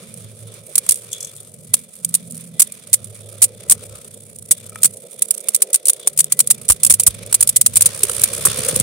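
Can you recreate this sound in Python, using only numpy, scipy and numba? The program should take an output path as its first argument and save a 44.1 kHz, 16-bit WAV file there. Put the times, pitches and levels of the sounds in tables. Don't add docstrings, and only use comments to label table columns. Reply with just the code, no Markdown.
import sys
import numpy as np
from scipy import signal
from scipy.fft import rfft, irfft
from scipy.io import wavfile
from scipy.ndimage import uniform_filter1d
from numba import njit

SR = 44100
rng = np.random.default_rng(int(sys.argv[2]) if len(sys.argv) > 2 else 0)


def boost(x):
    u = np.asarray(x, float) / 20
    return 10 ** u


def pcm_store(signal):
    levels = np.round(np.clip(np.atleast_2d(signal), -1, 1) * 32767)
    wavfile.write(sys.argv[1], SR, levels.astype(np.int16).T)


N = 388962


def unit(x):
    return x / np.sqrt(np.mean(x ** 2))


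def colour(x, points):
    hz, db = np.transpose(points)
    bins_hz = np.arange(1, N // 2 + 2) * SR / N
    gain = boost(np.interp(np.log(bins_hz), np.log(hz), db, left=-60, right=-60))
    return irfft(rfft(x) * unit(gain), N)


@njit
def svf(x, g, k):
    y, b, l = np.empty(len(x)), 0., 0.
    for i in range(len(x)):
        v = (b + g[i] * (x[i] - l)) / (1 + g[i] * (g[i] + k[i]))
        b = 2 * v - b
        l = l + 2 * g[i] * v
        y[i] = k[i] * v
    return y


def band(x, hz, width):
    hz = np.clip(hz, 20, SR * .45)
    return svf(x, np.tan(np.pi * hz / SR) + np.zeros(N), width / hz + np.zeros(N))


def walk(rate):
    k = max(int(SR / rate), 2)
    steps = np.repeat(rng.standard_normal(N // k + 1), k)
    return unit(uniform_filter1d(uniform_filter1d(steps, k), k)[:N])


def pair(alike):
    mid, side = rng.standard_normal((2, N))
    alike = np.clip(alike, 0, 1)
    return np.sqrt((1 + alike) / 2) * mid + np.sqrt((1 - alike) / 2) * side * np.array([[1], [-1]])


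def sides(pan_db):
    return np.array([pan_db, -pan_db]) / 2


def add(out, s, shape):
    i = int(s * SR)
    out[..., i:i + shape.shape[-1]] += shape[..., :N - i]


def burst(t60_ms, rise_ms, bend=1.):
    t = np.arange(3000) / SR * 1000
    return (1 - np.exp(-t / rise_ms)) * boost(-60 * (t / t60_ms) ** bend)


# f/Hz, level/dB
FLOOR_COLOUR = [(45, -22), (75, -4), (110, 0), (230, 0), (300, -14), (400, -30)]
# f/Hz, level/dB
CAVITY_COLOUR = [(250, -26), (330, -12), (430, -2), (520, 0), (630, -6), (760, -20), (1000, -30)]


def bowl_rumble(rumble_db, rumble_hz, cavity_db):
    rumble = unit(colour([band(v, rumble_hz, 110) for v in pair(.75)], FLOOR_COLOUR))
    cavity = colour(pair(0.88), CAVITY_COLOUR)
    rumble_gain = boost(rumble_db - 2 + 1.84 * walk(12))
    cavity_gain = boost(cavity_db + 1.5 + 2.4 * walk(45))
    return rumble_gain * rumble + cavity_gain * cavity


# start t/s, end t/s, start f/Hz, end f/Hz, level/dB
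SPIN_DRONES = [(0.121, .68, 109.6, 109.8, -46.5), (.9, 1.8, 110.6, 110.2, -54.5),
               (1.3, 1.85, 139.4, 136, -57), (2.0, 2.62, 171, 162, -42), (2.0, 2.65, 125, 121.4, -50.5),
               (2.1, 2.6, 207, 202.5, -51.5), (2.849, 3.65, 105.6, 104.2, -47),
               (3.699, 4.0, 104, 104.4, -43), (4.0, 5.0, 104, 104.2, -51.5), (3.697, 4.05, 71.4, 70.4, -54),
               (5.199, 5.75, 209.8, 207.4, -57.5), (6.1, 6.503, 144, 137.8, -46.5),
               (6.849, 8.82, 105.2, 102.8, -44), (7.15, 7.85, 52, 52, -55), (7.951, 8.82, 70, 69, -48.5)]


def bowl_drones():
    out = np.zeros((2, N))
    waver = 1 + .02 * walk(12)
    for start, end, start_hz, end_hz, db in SPIN_DRONES:
        span = np.arange(int((end - start) * SR)) / SR
        fade = np.clip(np.minimum(span, end - start - span) / 0.075, 0, 1)
        hz = start_hz + (end_hz - start_hz) * span / (end - start)
        hz = hz * waver[int(start * SR):][:len(span)]
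        side_phase = np.array([[0], [.5]])
        phase = 2 * np.pi * np.cumsum(hz) / SR + 7 * rng.random() + side_phase
        add(out, start, boost(db + 4.5) * fade * np.sin(phase))
    return out * boost(3.5 * walk(16))


# t/s, peak level/dB, f/Hz
BOWL_BOOMS = [(0.889, -40, 129), (1.738, -38, 156), (2.919, -39, 94.2), (3.712, -32.5, 96.9),
              (4.507, -33, 141), (4.849, -30.5, 183), (6.699, -17.5, 78.1), (6.904, -23.5, 124),
              (7.079, -24, 76), (7.859, -28, 180), (8.479, -26, 129), (8.589, -26, 156), (8.729, -25, 151),
              (8.767, -22, 124), (8.802, -20, 132)]


def bowl_booms():
    out = np.zeros((2, N))
    t = np.arange(3000) / SR
    side_phase = np.array([[0], [.9]])
    for s, db, hz in BOWL_BOOMS:
        turns = np.cumsum(hz * (0.707 + 1.15 * np.exp(-t / 0.0046))) / SR
        add(out, s, boost(db + 5.5) * burst(84, .5) * np.sin(2 * np.pi * turns + side_phase))
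    return out


# t/s, turns per second/Hz, throb depth level/dB
TIP_SPIN = [
    (0, 50, 0.5),
    (1.3, 43, 6),
    (2.3, 41, 5),
    (3.3, 36.7, 6.5),
    (4, 34, 8),
    (5.3, 31.5, 10.5),
    (6.5, 28, 11),
    (7.8, 23, 6),
    (8.82, 20.6, 6),
]
# f/Hz, width f/Hz, level/dB
TOP_MODES = [(1290, 110, -20), (2350, 180, -15), (3500, 260, -10)]
# f/Hz, level/dB
RUB_COLOUR = [(600, -26), (800, -9), (1050, -1), (1800, -3), (3000, -1), (5200, -1.5), (7000, -4)]
# f/Hz, level/dB
RIM_COLOUR = [(2000, -27), (4000, -19.5), (5500, -18), (7000, -12), (9000, -5.5), (11000, -10.5),
              (13000, -14), (16000, -17)]


def tips(scrape_db, rub_db, pan_db):
    s, turns, depth_db = np.transpose(TIP_SPIN)
    t = np.arange(N) / SR
    turn_hz = np.interp(t, s, turns) * (1 + 0.03014 * walk(6))
    turn = 2 * np.pi * np.cumsum(turn_hz) / SR
    late = np.clip((t - 7.4) / .5, 0, 1)
    early_throb = 0.65 * np.cos(turn) + 0.56 * np.cos(2 * turn + 1.56 * walk(5))
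    throb = (1 - late) * early_throb + late * np.cos(3 * turn)
    grit_db = np.interp(t, s, depth_db) * throb + 3.03 * walk(90) + 2.43 * walk(500)
    scrape = boost(scrape_db + grit_db - 7.5 + sides(pan_db)) * pair(0.084)
    rub = boost(rub_db + .5 * grit_db + 1.8 * walk(20) + 2) * pair(0.23)
    out = colour(scrape, RIM_COLOUR) + boost(-3) * colour(rub, RUB_COLOUR)
    for hz, width, db in TOP_MODES:
        gain = boost(db + 5.0 * walk(25) - 6 * late) * np.sqrt(SR / np.pi / width)
        out = out + gain * [band(v, hz, width) for v in rub]
    return out


# t/s, level/dB
TIP_SQUEAKS = [
    (4.69, -45),
    (4.722, -37),
    (4.757, -28.5),
    (4.786, -41),
    (4.8, -43),
]


def squeaks():
    out = np.zeros(N)
    t = np.arange(3000) / SR
    ring = np.sin(2 * np.pi * 1290 * t) + 0.56 * np.sin(2 * np.pi * 2350 * t)
    for s, db in TIP_SQUEAKS:
        add(out, s, boost(db) * burst(47, 1.2) * ring)
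    return out


# t/s, peak level/dB
FLOOR_DRUMS = [(8.038, -21), (8.098, -26), (8.459, -23), (8.469, -22), (8.551, -27), (8.586, -27),
               (8.624, -31), (8.656, -24), (8.684, -19), (8.728, -27), (8.763, -18), (8.799, -26)]


def drums():
    out = np.zeros(N)
    t = np.arange(3000) / SR
    for s, db in FLOOR_DRUMS:
        hz = 470 * (1 + .07 * rng.standard_normal())
        add(out, s, boost(db + 3) * burst(60, 1.5) * np.sin(2 * np.pi * hz * t))
    return out


# t/s, level/dB, fade to -60 dB t/ms, ring below it level/dB
WALL_GRAZES = [
    (1.117, -26, 50, -10),
    (1.1295, -12, 24, -13),
    (1.147, -28, 20, -10),
    (1.163, -33, 40, -4),
    (1.181, -24, 20, -25),
    (1.2055, -17, 30, -24),
    (1.227, -19, 32, -26),
    (1.246, -24, 50, -24),
    (1.27, -34, 60, -8),
    (1.295, -34, 25, -8),
]
# f/Hz, level/dB
WALL_COLOUR = [(2500, -25), (4500, -16), (6200, 0), (7800, -2), (9500, -8), (12000, -10), (16000, -20)]


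def grazes():
    scrape, ring = np.zeros((2, N))
    for s, db, t60_ms, ring_db in WALL_GRAZES:
        add(scrape, s, boost(db) * burst(t60_ms, .6))
        add(ring, s, boost(db + ring_db) * burst(110, .8))
    scrape = colour(scrape * boost(3.0 * walk(800)) * pair(.2), WALL_COLOUR)
    ring = ring * [unit(band(v, 3410, 70)) for v in pair(.5)]
    return boost(-3) * scrape + boost(-3) * ring


# t/s, blow level/dB, chatter length t/ms, hollow knock relative to blow level/dB
RIM_CLASHES = [(0.7555, 0.5, 25, -32), (0.78, 0.5, 39, -25), (0.865, -13.5, 24, -17),
               (0.891, 6.5, 30.5, -36.5), (0.9096, 0, 21, -38), (0.9207, -3, 27, -28),
               (1.736, -15, 32, -34), (1.7395, 5, 40, -28), (1.754, -32, 27, -31), (2.0477, -4, 28, -41),
               (2.1411, -3, 29, -37), (2.1502, 5, 25, -34), (2.368, -23.5, 22, -35), (2.3778, -16, 13, -32),
               (2.5965, 3, 25, -28), (2.6015, 9, 33, -32), (2.6196, 7, 32, -31), (2.9307, -1, 69, -32),
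               (2.9397, 5.5, 33, -32), (3.4189, -4.5, 46, -33), (3.4237, 5.5, 63, -35), (3.441, 2, 45, -42),
               (3.6984, 0.5, 34, -32), (3.7094, 5.5, 33, -35), (3.7205, 8, 33, -25.5),
               (4.5106, 5, 62, -29.5), (4.5342, -33, 20, -23), (4.7584, -19.5, 15.5, -3),
               (4.833, 5, 27, -32.5), (4.845, 5, 48, -28), (4.857, 4.5, 35, -28), (5.2214, 3, 27, -33),
               (5.3083, 0.5, 27, -45), (5.486, -5.5, 37, -24), (5.5471, 2, 38, -34), (5.562, -4, 20, -36),
               (5.6207, 6, 40, -31), (5.7307, -4, 38, -34), (5.7434, 3.5, 45, -27.5),
               (5.7584, -2.5, 21, -42), (5.8557, -6, 38, -39), (5.8698, -9, 30, -40),
               (5.8837, 3.5, 30.6, -30), (5.8965, 3, 34.5, -31), (5.9337, -8, 15, -38),
               (6.0737, -0.5, 43, -23.5), (6.176, -4.5, 31, -32), (6.1899, 2, 47, -28),
               (6.204, 1.5, 36, -26), (6.2434, -4.5, 16.5, -44), (6.3222, 5, 32, -28),
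               (6.392, 4, 25.3, -33), (6.403, 8, 31, -27), (6.4737, -1.5, 19, -38), (6.5032, 3, 53, -27),
               (6.51, 6, 30, -33), (6.6833, -14, 27, -36), (6.6897, 0.5, 31.4, -36), (6.6996, 5, 57, -19.5),
               (6.7207, -3, 39, -33), (6.8335, 6, 32, -31), (6.8489, 3, 28, -33), (6.8647, -2, 45, -25),
               (6.8985, 0, 77, -22), (6.9063, 3.5, 45, -29), (6.9238, -1, 22, -27), (6.9393, 2, 37, -31),
               (6.9984, 0, 58, -25.5), (7.0345, -7, 28, -34), (7.0663, 6.5, 43, -34),
               (7.0744, 1.5, 38, -21), (7.3269, -0.5, 29, -21.5), (7.3438, 3, 47, -25.5),
               (7.4081, 2, 37, -25.5), (7.4268, 2, 34, -28.5), (7.474, -5, 36, -35), (7.4916, 3.5, 37, -34),
               (7.5617, 3, 22, -33), (7.5663, 3.5, 30, -34), (7.613, 9.5, 29, -36), (7.6626, 7, 34, -31.5),
               (7.678, -26, 29, -25), (7.758, 1, 28, -37), (7.7681, 5, 42, -28.5), (7.8087, 1.5, 32, -23.5),
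               (7.821, 4.5, 33, -32), (7.8585, 5, 52, -26.5), (8.0332, 1, 37, -19), (8.0509, -15, 27, -15),
               (8.0961, -9.5, 26, -7.5), (8.2138, -19, 31, -23), (8.2166, -13, 34, -21),
               (8.237, 10, 25, -28), (8.2474, -14, 26, -18), (8.4524, 3.5, 58, -25), (8.4683, -12, 59, -10),
               (8.6848, -9.5, 71, -15), (8.7616, -2.5, 19, -23), (8.8, 0, 21, -21), (8.8105, -4, 11, -22)]
# t/s, level/dB
LOOSE_TICKS = [(0.14, -18.5), (0.52, -28), (0.541, -21), (0.667, -27), (0.943, -13), (0.958, -14.5),
               (1.353, -24), (1.364, -20), (1.373, -26), (1.432, -30), (1.954, -26), (2.091, -17),
               (2.303, -26), (2.309, -20), (2.323, -26), (2.346, -21), (2.354, -21), (2.409, -20),
               (2.645, -32), (2.722, -18), (3.044, -16.5), (3.146, -28), (3.172, -29), (3.686, -21),
               (4.145, -25), (4.387, -21.5), (4.664, -24), (4.694, -20), (4.822, -17), (5.11, -25),
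               (5.141, -24), (5.341, -22), (5.405, -21), (6.062, -30), (6.134, -26), (6.466, -24),
               (6.658, -32), (7.263, -19), (7.313, -23)]
# f/Hz, level/dB
KNOCK_COLOUR = [(60, -14), (150, -6), (300, -5), (500, -2), (800, -5), (1100, 4), (1800, -1.5), (3000, -1),
                (4500, -13.5), (7000, -12)]


def clashes(pan_db):
    rim, knock = np.zeros((2, N))
    for s, blow_db, length_ms, knock_db in RIM_CLASHES:
        add(rim, s - .0035, boost(blow_db - 24) * burst(12, 1.5))
        chatter_and_tail = burst(.55 * length_ms, .9, 1.6) + boost(-24) * burst(70, 3.)
        add(rim, s - .001, boost(blow_db) * chatter_and_tail)
        add(knock, s - .001, boost(blow_db + knock_db) * burst(.45 * length_ms, .6, 1.4))
    for s, tick_db in LOOSE_TICKS:
        add(rim, s - .001, boost(tick_db - 3) * burst(26.3, 0.63))
    chatter = boost(3.0 * walk(900))
    rim = colour(rim * chatter * boost(sides(pan_db)) * pair(.1), RIM_COLOUR)
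    knock = colour(knock * boost(4.0 * walk(600)) * pair(.3), KNOCK_COLOUR)
    spot_hz = 1700 * 2 ** (.8 * walk(25))
    knock = knock + 1.5 * np.array([band(v, spot_hz, 500) for v in knock])
    return boost(-7) * rim + boost(-3) * knock


# t/s, scrape level/dB, rumble level/dB, rumble centre f/Hz,
# cavity level/dB, rub level/dB, left minus right level/dB
ROLLING = [(0.0, -45, -43, 176, -51, -53, -5), (0.2, -42, -43, 131, -52, -52, -6),
           (0.45, -46, -44, 120, -53, -54, -6), (0.7, -42, -49, 140, -51, -51, -7),
           (0.95, -37, -50, 180, -49, -53, -5), (1.1, -43, -50, 165, -50, -51, -3),
           (1.3, -42, -50, 125, -51, -53, 0), (1.55, -45, -50, 132, -55, -57, 0),
           (1.8, -43, -47, 196, -55, -57, -3.5), (2.0, -43, -48, 180, -59, -58, -6),
           (2.2, -45, -39.5, 203, -57, -56, -5), (2.35, -44, -41, 204, -55, -56, -5),
           (2.5, -47, -42, 199, -54, -59, -5), (2.75, -43, -48, 200, -53, -54, -6),
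           (3.0, -45, -46, 126, -51, -54, -7), (3.25, -44, -47, 109, -47, -56, -8),
           (3.5, -47, -46, 115, -48, -54, -5), (3.8, -44, -42, 116, -46, -53, 0),
           (4.0, -44, -48, 135, -49, -55, -1), (4.2, -44, -47, 166, -52, -60, -5),
           (4.4, -44, -45, 150, -55, -62, -6), (4.65, -44, -45, 164, -51, -53, 0),
           (4.9, -44, -47, 164, -51, -56, -6), (5.1, -44, -51, 188, -49, -57, -7),
           (5.35, -41, -54, 198, -50, -57, -10), (5.6, -46, -57, 187, -46, -55, -6),
           (5.8, -48, -60, 186, -48, -55, -3), (6.0, -43, -57, 133, -47, -53, -3),
           (6.15, -45, -48, 141, -50, -56, 0), (6.4, -45, -43, 172, -50, -56, -2),
           (6.6, -43, -43, 109, -49, -53, -6), (6.8, -43.5, -41, 149, -48, -52, -6),
           (7.0, -45, -39, 112, -48, -51, -5), (7.2, -44, -41, 113, -46, -48, -7),
           (7.45, -41, -43, 118, -48, -50, -3), (7.7, -39, -38, 140, -50, -49, -3),
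           (7.82, -33, -39, 133, -47, -41, -2), (7.92, -31, -42.5, 124, -45, -38, -3),
           (8.15, -26, -41, 111, -41, -36, -7), (8.4, -28, -37, 123, -40, -35, -3),
           (8.6, -25, -37, 142, -36, -32, -4), (8.82, -28, -34, 151, -35, -37, -3)]


def scene():
    s, *columns = np.transpose(ROLLING)
    t = np.arange(N) / SR
    scrape_db, rumble_db, rumble_hz, cavity_db, rub_db, pan_db = (np.interp(t, s, c) for c in columns)
    pan_db = pan_db + 4
    bowl = bowl_rumble(rumble_db, rumble_hz, cavity_db) + bowl_drones() + bowl_booms()
    bowl = bowl * boost([[-1.2], [1.2]])
    return bowl + tips(scrape_db, rub_db, pan_db) + squeaks() + drums() + grazes() + clashes(pan_db)


def band_limit(x):
    return signal.sosfilt(signal.butter(12, 16610, fs=SR, output="sos"), x)


# f/Hz, width f/Hz, level/dB
MIC_PORTS = [(8250, 2300, 6.5), (9516, 1710, 11)]


def record(dry):
    ports = np.array([v + (boost(db) - 1) * band(v, hz, width)
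                      for v, (hz, width, db) in zip(dry, MIC_PORTS)])
    ports = signal.sosfilt(signal.butter(2, 55, "high", fs=SR, output="sos"), ports)
    clipped = np.clip(ports, -.93, .93)
    top_cut = signal.ellip(8, .1, 60, 15750, fs=SR, output="sos")
    mix = np.clip(signal.sosfiltfilt(top_cut, clipped), -1, 1)
    return band_limit(mix)


dry = scene()
out = record(dry)
pcm_store(out)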